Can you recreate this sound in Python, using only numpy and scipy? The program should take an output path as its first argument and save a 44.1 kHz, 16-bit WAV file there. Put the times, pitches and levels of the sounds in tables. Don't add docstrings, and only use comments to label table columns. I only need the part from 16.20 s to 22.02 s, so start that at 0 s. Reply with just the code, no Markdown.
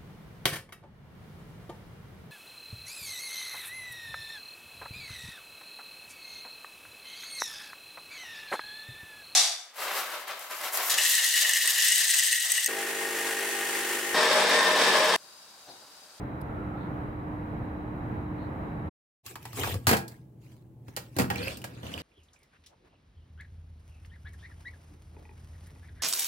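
import sys
import numpy as np
from scipy import signal
from scipy.fft import rfft, irfft, next_fast_len
from scipy.io import wavfile
from scipy.ndimage import uniform_filter1d, map_coordinates

SR = 44100
rng = np.random.default_rng(int(sys.argv[2]) if len(sys.argv) > 2 else 0)


def output_pcm(signal):
    pcm = np.clip(np.atleast_2d(signal).T, -1, 1) * 32767
    wavfile.write(sys.argv[1], SR, np.round(pcm).astype(np.int16))


N = 256662
TIME = np.arange(N) / SR
BRIEF = TIME[:SR // 2]

# frequency_hz, density_db
TRAFFIC_SPECTRUM = [(13, -44.5), (22, -16.5), (85, -0.5), (128, -1.5), (180, -3.5), (270, -8.5), (302, -11),
                    (328, -9), (376, -12), (602, -16), (815, -14), (1970, -27), (3420, -47), (3920, -53),
                    (5930, -60), (16000, -57.5)]
FAN_SPECTRUM = [(15, -64.5), (25, -33.5), (92, -8.5), (105, -13), (123, -3), (206, -16), (236, -15.5),
                (270, -17), (317, -17), (427, -23.5), (962, -37), (1400, -47), (5280, -58.5),
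                (16000, -52.5)]
# frequency_hz, correlation
YARD_COHERENCE = [(60, 0.99), (130, 0.97), (290, 0.85), (640, 0.27), (1410, -0.41), (3100, 0.33),
                  (6820, -0.13), (15000, 0.099)]
INDOOR_COHERENCE = [(100, 0.95), (300, 0.95), (700, 0.39), (1500, 0.23), (10000, 0)]
# pitch_hz, level_db
MACHINE_TONES = [(118.4, -48), (301.5, -43)]
WHINE_TONES = [(1165, -67.5), (1207, -62)]
COMPRESSOR_TONES = [(118.4, -55.5), (242.2, -81.5), (323.0, -67), (855.9, -83.5)]
# centre_s, level_db, pitch_hz, half_width_hz, half_length_s
YARD_CHIRPS = [(0.216, -52, 11800, 3500, 0.0041), (0.215, -60.5, 4430, 1300, .005),
               (.49, -52, 1355, 111, 0.29), (0.627, -65, 3750, 700, 0.052), (2.231, -65, 4050, 397, 0.043)]
# frequency_hz, t60_s
KITCHEN_DECAY = [(100, 0.44), (500, 0.36), (2000, 0.27), (8000, 0.21), (16000, .24)]
# peak_s, level_db
RUSTLE_EVENTS = [(3.92, -58), (4.243, -61.5), (4.322, -64), (4.69, -61), (4.801, -53.5), (4.965, -55)]
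# frequency_hz, density_db
RUSTLE_SPECTRUM = [(590, -12), (1000, 2.5), (1180, -6), (1730, -1), (1890, -2.5), (2100, -0.5), (2390, -2),
                   (5000, -8.5), (16000, -11.5)]
# start_s, length_s, effort_db
HAND_PULLS = [(3.067, 0.043, -10), (3.127, .1, -28.5), (3.232, 0.094, -16.5), (3.373, 0.15, 1.5),
              (3.587, 0.11, -24.5)]
# frequency_hz, density_db
JUDDER_SPECTRUM = [(26, -54), (45, -24.5), (74, -11), (91, 3.5), (109, 6), (150, -17.5), (300, -12),
                   (390, -41.5), (660, -120)]
RASP_SPECTRUM = [(130, -36), (220, -20), (379, 2.5), (524, -6.5), (805, -5), (1010, -8.5), (1110, -5.5),
                 (1440, -13.5), (1770, -9), (3500, -18.5), (4550, -47), (7700, -120)]
CRINKLE_SPECTRUM = [(1290, -33.5), (2200, -4.5), (3500, -5), (4960, -10), (7390, -9), (9410, -11.5),
                    (15100, -7), (16000, -20)]
# start_s, length_s, final_force_db, squeal_db, slip_rate_hz, glide_hz_per_s
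COUNTER_PUSHES = [(5.142, 0.14, 1, -40, 455, 660.5), (5.633, 0.16, -4, -42, 600, -100)]
# frequency_hz, density_db
GROAN_SPECTRUM = [(32, -21), (55, -12), (82, 8), (123, -4), (146, -10), (220, -5), (270, -3.5), (389, -8),
                  (424, -7.5), (484, -1.5), (560, -8), (611, -4), (843, -13.5), (1800, -13), (2340, -33),
                  (3960, -120)]
HISS_SPECTRUM = [(880, -44), (1500, -29), (2000, -5), (2510, -6), (3480, -5.5), (4970, -10.5), (6760, -15),
                 (12500, -18), (16000, -22)]
# harmonic_number, level_db
SQUEAL_HARMONICS = [(1, -0.5), (2, -14), (3, -9), (4, -8), (5, -1), (6, -11)]
# start_s, level_db, pitch_hz
SHARP_SLIPS = [(5.1584, -22.5, 2250), (5.2814, -20, 2450), (5.6318, -37, 3300), (5.667, -33, 2970),
               (5.7393, -24, 3050), (5.764, -42, 3100), (5.7781, -28, 2400)]
# pitch_hz, width_hz, level_db
CABINET_MODES = [(92, 29, -9.5), (114, 32, 6.5), (218, 51, -14), (325, 13, -7.5), (454, 49, -6.5),
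                 (668, 44, -10.5)]
SHELF_MODES = [(880, 5, -2), (984, 8.1, -7), (1640, 4.8, -7), (2440, 6, -9)]
COUNTER_MODES = [(125, 30, 3.5), (187, 45, 1), (288, 130, -5), (605, 200, -18.5), (760, 13, -4)]
TUB_MODES = [(793, 31, 3.5), (960, 130, -7), (1638, 29, 3), (1854, 33, -2.5), (2120, 19, -22),
             (2540, 18, -14.5), (2900, 21, -22), (3275, 17, -19)]
# frequency_hz, density_db
CRACK_SPECTRUM = [(1470, -24.5), (2500, -13.5), (4440, 3), (5190, 1), (5920, -3), (7300, 0.5), (9360, -2),
                  (13200, -1.5), (16000, -2.5)]
# start_s, crack_db, thud_db, hollow_db, clack_db, clack_hz
TUB_BLOWS = [(3.063, -32, -68, -77, -50, 2660), (3.1558, -36.5, -52, -51, -42.5, 912),
             (3.2531, -36, -44, -46.5, -44, 877), (3.33, -38.5, -51, -58, -51, 1205),
             (3.4347, -30, -33, -37, -30.5, 1240), (3.4737, -32, -41, -35, -46, 1510),
             (3.5417, -32, -29, -34, -44, 1200), (3.5536, -61, -23.5, -33.5, -58, 1800),
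             (3.669, -12, -19, -24.5, -22.5, 910), (3.679, -13.5, -25, -25, -29, 730),
             (3.6917, -16.5, -25, -23.5, -23.5, 790), (3.712, -18.5, -22, -15.5, -25, 1700),
             (3.7301, -21.5, -28, -16.5, -23.5, 810), (3.7681, -24, -53, -40, -40.5, 776),
             (3.8797, -35.5, -60, -57, -63, 830), (4.6827, -51.5, -36, -42.5, -52.5, 614),
             (4.7643, -24, -62, -43, -43, 3020), (4.7707, -37, -40.5, -44, -37, 605),
             (4.9651, -30, -24.5, -26, -43.5, 1530), (4.9862, -19, -22.5, -17.5, -29, 1400),
             (4.9973, -22, -44, -21, -30.5, 910), (5.019, -31, -21, -32, -36, 1120),
             (5.0408, -48, -25, -29, -41.5, 921), (5.1016, -27.5, -33, -32.5, -28.5, 770),
             (5.111, -40, -25.5, -28.5, -37.5, 774), (5.3709, -35.5, -38, -55, -53, 2730),
             (5.417, -44, -42, -51, -54, 2970), (5.441, -31, -41, -46, -38.5, 580)]

YARD_END_S, KITCHEN_START_S = 2.695, 3.03


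def amp(db):
    return 10 ** (np.asarray(db) / 20)


def unit(x):
    return x / np.sqrt(np.mean(x ** 2) + 1e-20)


def along(points, hz):
    f, v = np.transpose(points)
    return np.interp(np.log(hz + 1), np.log(f + 1), v)


def wobble(rate):
    return map_coordinates(rng.standard_normal(int(N * rate / SR) + 4), [TIME * rate])


def swell(start, hold, rise, fall):
    return amp(-rise * np.maximum(start - TIME, 0) - fall * np.maximum(TIME - start - hold, 0))


def filtered(x, response):
    n = x.shape[-1]
    m = next_fast_len(n + SR // 4)
    return irfft(rfft(x, m) * response(np.fft.rfftfreq(m, 1 / SR)), m)[..., :n]


def resonances(modes, f):
    return sum(amp(db) * 1j * f * width / (hz * hz - f * f + 1j * f * width) for hz, width, db in modes)


def band(lo_hz, hi_hz, f):
    b, a = signal.butter(3, [lo_hz, hi_hz], btype="band", analog=True)
    return signal.freqs(b, a, f)[1]


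def add(track, s, x):
    part = track[..., round(s * SR):][..., :x.shape[-1]]
    part += x[..., :part.shape[-1]]


def panned(x, pan_db):
    return x * amp(np.array([[.5], [-.5]]) * pan_db)


def from_left(x, lag_ms):
    return filtered(x, lambda f: np.exp(1j * np.pi * f * lag_ms / 1000 * np.array([[1], [-1]])))


def mid_side(coherence, hz):
    turn = np.arccos(np.clip(along(coherence, hz), -1, 1)) / 2
    return np.array([np.cos(turn), np.sin(turn)])


def rush(spectrum, coherence, grit=1):
    colour = lambda hz: amp(along(spectrum, hz)) * mid_side(coherence, hz)
    mid, side = filtered(grit * rng.standard_normal((2, N)), colour)
    return unit(np.array([mid + side, mid - side]))


def tones(lines, drift_rad, flutter_db):
    out = np.zeros(N)
    for hz, db in lines:
        level = np.sqrt(2) * amp(db + flutter_db * wobble(6.1))
        out += level * np.sin(2 * np.pi * hz * TIME + drift_rad * wobble(2.7))
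    return out


def friction(spectrum, slips_per_s, spread_db, snaps_per_s=0, flex_db=4.5):
    slips = amp(1.7 * spread_db * np.tanh(wobble(slips_per_s) / 2))
    impulses = (rng.random(N) < snaps_per_s / SR) * rng.uniform(1, 2.7, N)
    snaps = signal.fftconvolve(impulses, np.exp(-BRIEF / 0.00092))[:N]
    rub = signal.stft(rush(spectrum, INDOOR_COHERENCE, slips + snaps), nperseg=512)[2]
    flex = uniform_filter1d(rng.standard_normal(rub.shape[1:]), size=7, axis=0)
    flex = unit(uniform_filter1d(flex, size=4, axis=1))
    return unit(signal.istft(rub * amp(flex_db * flex), nperseg=512)[1][:, :N])


def burst(t60, response, apart, snap):
    noise = rng.standard_normal(len(BRIEF)) + apart * rng.standard_normal((2, len(BRIEF)))
    force = amp(-60 * BRIEF / max(t60, .002)) + snap * np.exp(-BRIEF / 0.0025)
    return unit(filtered(noise * force, response)) * np.sqrt(.01 / BRIEF[-1])


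def yard():
    def narrow(hz, width):
        return unit(filtered(rng.standard_normal((2, N)), lambda f: np.exp(-((f - hz) / width) ** 2)))

    traffic = amp(-35.5 + 0.66 * wobble(8.2)) * rush(TRAFFIC_SPECTRUM, YARD_COHERENCE)
    hum = tones(MACHINE_TONES, drift_rad=0.057, flutter_db=1.5)
    whine = swell(0.42, 1.05, rise=35, fall=14.1) * tones(WHINE_TONES, drift_rad=1, flutter_db=6.5)
    insects = amp(-75.5 + 1.1 * wobble(11)) * narrow(3900, 170)
    air = traffic + hum + from_left(whine, lag_ms=0.36) + insects
    for s, db, hz, width, length in YARD_CHIRPS:
        air += amp(db) * narrow(hz, width) * np.exp(-((TIME - s) / length) ** 2)
    return panned(air, pan_db=-1.07) * np.clip((YARD_END_S - TIME) / 0.012, 0, 1)


def kitchen_reverb(x):
    hz, t, noise = signal.stft(rng.standard_normal((2, SR // 2)), SR, nperseg=256)
    hz = hz[:, None]
    dying = noise * amp(-60 * t / along(KITCHEN_DECAY, hz)) * mid_side(INDOOR_COHERENCE, hz)
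    onset = 1 - np.exp(-BRIEF / 0.0025)
    mid, side = signal.istft(dying, SR, nperseg=256)[1][:, :len(BRIEF)] * onset
    tail = np.array([mid + side, mid - side])
    return signal.fftconvolve(x, tail / np.linalg.norm(tail[0]), axes=1)[:, :N]


def freezer():
    compressor = amp(1) * tones(COMPRESSOR_TONES, drift_rad=.25, flutter_db=1.5)
    fan = amp(-52.5) * rush(FAN_SPECTRUM, INDOOR_COHERENCE)
    return (compressor + fan) * np.clip((TIME - KITCHEN_START_S) / 0.13, 0, 1)


def rustles():
    stir = sum(amp(db) * swell(s, 0, rise=396, fall=155.5) for s, db in RUSTLE_EVENTS)
    return stir * friction(RUSTLE_SPECTRUM, 710, spread_db=1.9, snaps_per_s=54)


def tub_drag():
    def pulling(fall):
        return np.max([amp(db) * swell(s, length, 323, fall) for s, length, db in HAND_PULLS], axis=0)

    effort = pulling(fall=333)
    shaking = pulling(fall=48) ** 1.8
    loose = amp(np.interp(TIME, [3.07, 3.42], [-8, 0]))
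    judder = amp(-36.5) * loose * friction(JUDDER_SPECTRUM, 40, spread_db=.8, flex_db=0.5)
    rasp = amp(-40) * np.sqrt(loose) * friction(RASP_SPECTRUM, 250, spread_db=2.2, snaps_per_s=25)
    crinkle = amp(-39.5) * friction(CRINKLE_SPECTRUM, 1700, spread_db=1.6, snaps_per_s=18)
    fade_in = np.clip((TIME - KITCHEN_START_S) / .03, 0, 1) ** 2
    return panned(shaking * judder + effort * (rasp + crinkle), pan_db=0.5) * fade_in


def squeal(s, slip_rate_hz, glide_hz_per_s):
    rate = (slip_rate_hz + glide_hz_per_s * np.clip(TIME - s, 0, .25)) * (1 + .04 * wobble(450))
    phase = 2 * np.pi * np.cumsum(rate) / SR
    harmonics = sum(amp(db) * np.sin(k * phase) for k, db in SQUEAL_HARMONICS)
    return unit(amp(4.7 * wobble(160)) * harmonics)


def tub_push():
    landing_s, rise, fall, build_rate = 5.05, 800, 208, 27
    gliding = swell(landing_s, 1, rise, fall)
    pressing = sliding = amp(-18) * gliding
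    shrill = np.zeros((2, N))
    for s, length, force_db, squeal_db, slip_rate_hz, glide in COUNTER_PUSHES:
        build = amp(force_db - build_rate * np.maximum(s + length - TIME, 0))
        force = build * swell(s, length, rise, fall)
        pressing = np.maximum(pressing, force)
        sliding = np.maximum(sliding, build * swell(s, length + 0.051, rise, fall=380))
        shrill += amp(squeal_db) * force ** 1.84 * squeal(s, slip_rate_hz, glide)
    for s, db, hz in SHARP_SLIPS:
        squeak = lambda f: resonances([(hz, 600, 0)], f) ** 2 + amp(-24.5)
        add(shrill, s, amp(db - 13) * burst(0.0085, squeak, apart=0.91, snap=.3))
    hiss = amp(-43) * sliding * friction(HISS_SPECTRUM, 500, spread_db=2.2, snaps_per_s=15)
    groan = amp(-38.5) * pressing ** .8 * friction(GROAN_SPECTRUM, 120, spread_db=2.5, flex_db=2)
    board = lambda f: resonances(COUNTER_MODES, f) * band(60, 330, f)
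    jolt = amp(-36) * swell(landing_s, 0, rise, fall=73)
    rumble = (amp(-50.5) + jolt) * gliding * unit(filtered(rng.standard_normal(N), board))
    return from_left(groan + rumble + hiss + panned(shrill, pan_db=-6), lag_ms=0.364)


def blow(support, crack_db, thud_db, hollow_db, clack_db, clack_hz, pan_db):
    medium_db = -35
    rattle_s = 0.068 * 2 ** ((crack_db - medium_db) / 18)
    focus_db = 5.5 - 0.37 * (clack_db - medium_db)
    wall_modes = TUB_MODES + [(clack_hz, 220, focus_db), (1300, 600, -9)]
    walls = lambda f: (resonances(wall_modes, f) + amp(-4)) * band(min(720, .76 * clack_hz), 3100, f)
    body = lambda f: (resonances(support, f) + amp(-21.5)) * band(175, 780, f)
    contact = lambda f: amp(along(CRACK_SPECTRUM, f))
    ring = sum(amp(db) * np.sin(2 * np.pi * hz * BRIEF) * np.exp(-np.pi * width * BRIEF)
               for hz, width, db in support)
    thud = amp(thud_db - 3.5) * filtered(ring, lambda f: band(74, 220, f))
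    hollow = amp(hollow_db - 4) * burst(rattle_s, body, apart=0.32, snap=0.39)
    clack = amp(clack_db + 2.5) * burst(rattle_s * 0.95, walls, apart=0.98, snap=0.4)
    crack = amp(crack_db - 8) * burst(rattle_s * 1.1, contact, apart=2.3, snap=.6)
    return thud + hollow + panned(clack + crack, pan_db)


def tub_knocks():
    out = np.zeros((2, N))
    for s, *strike in TUB_BLOWS:
        if s < 4.5:
            hit = blow(CABINET_MODES, *strike, pan_db=0.5)
            hit += amp(2) * filtered(hit, lambda f: resonances(SHELF_MODES, f))
        else:
            hit = blow(COUNTER_MODES, *strike, pan_db=-2)
        add(out, s, from_left(hit, lag_ms=np.interp(s, [3.3, 3.9], [.08, .37])))
    return out


def scene():
    knocks, pushes = tub_knocks(), tub_push()
    direct = yard() + freezer() + tub_drag() + rustles() + knocks + pushes
    return direct + kitchen_reverb(amp(-9) * knocks + amp(-11) * pushes)


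def record(dry):
    top_hz = 16000
    return filtered(dry, lambda hz: 1 / np.sqrt(1 + (hz / top_hz) ** 160))


dry = scene()
out = record(dry)
output_pcm(out)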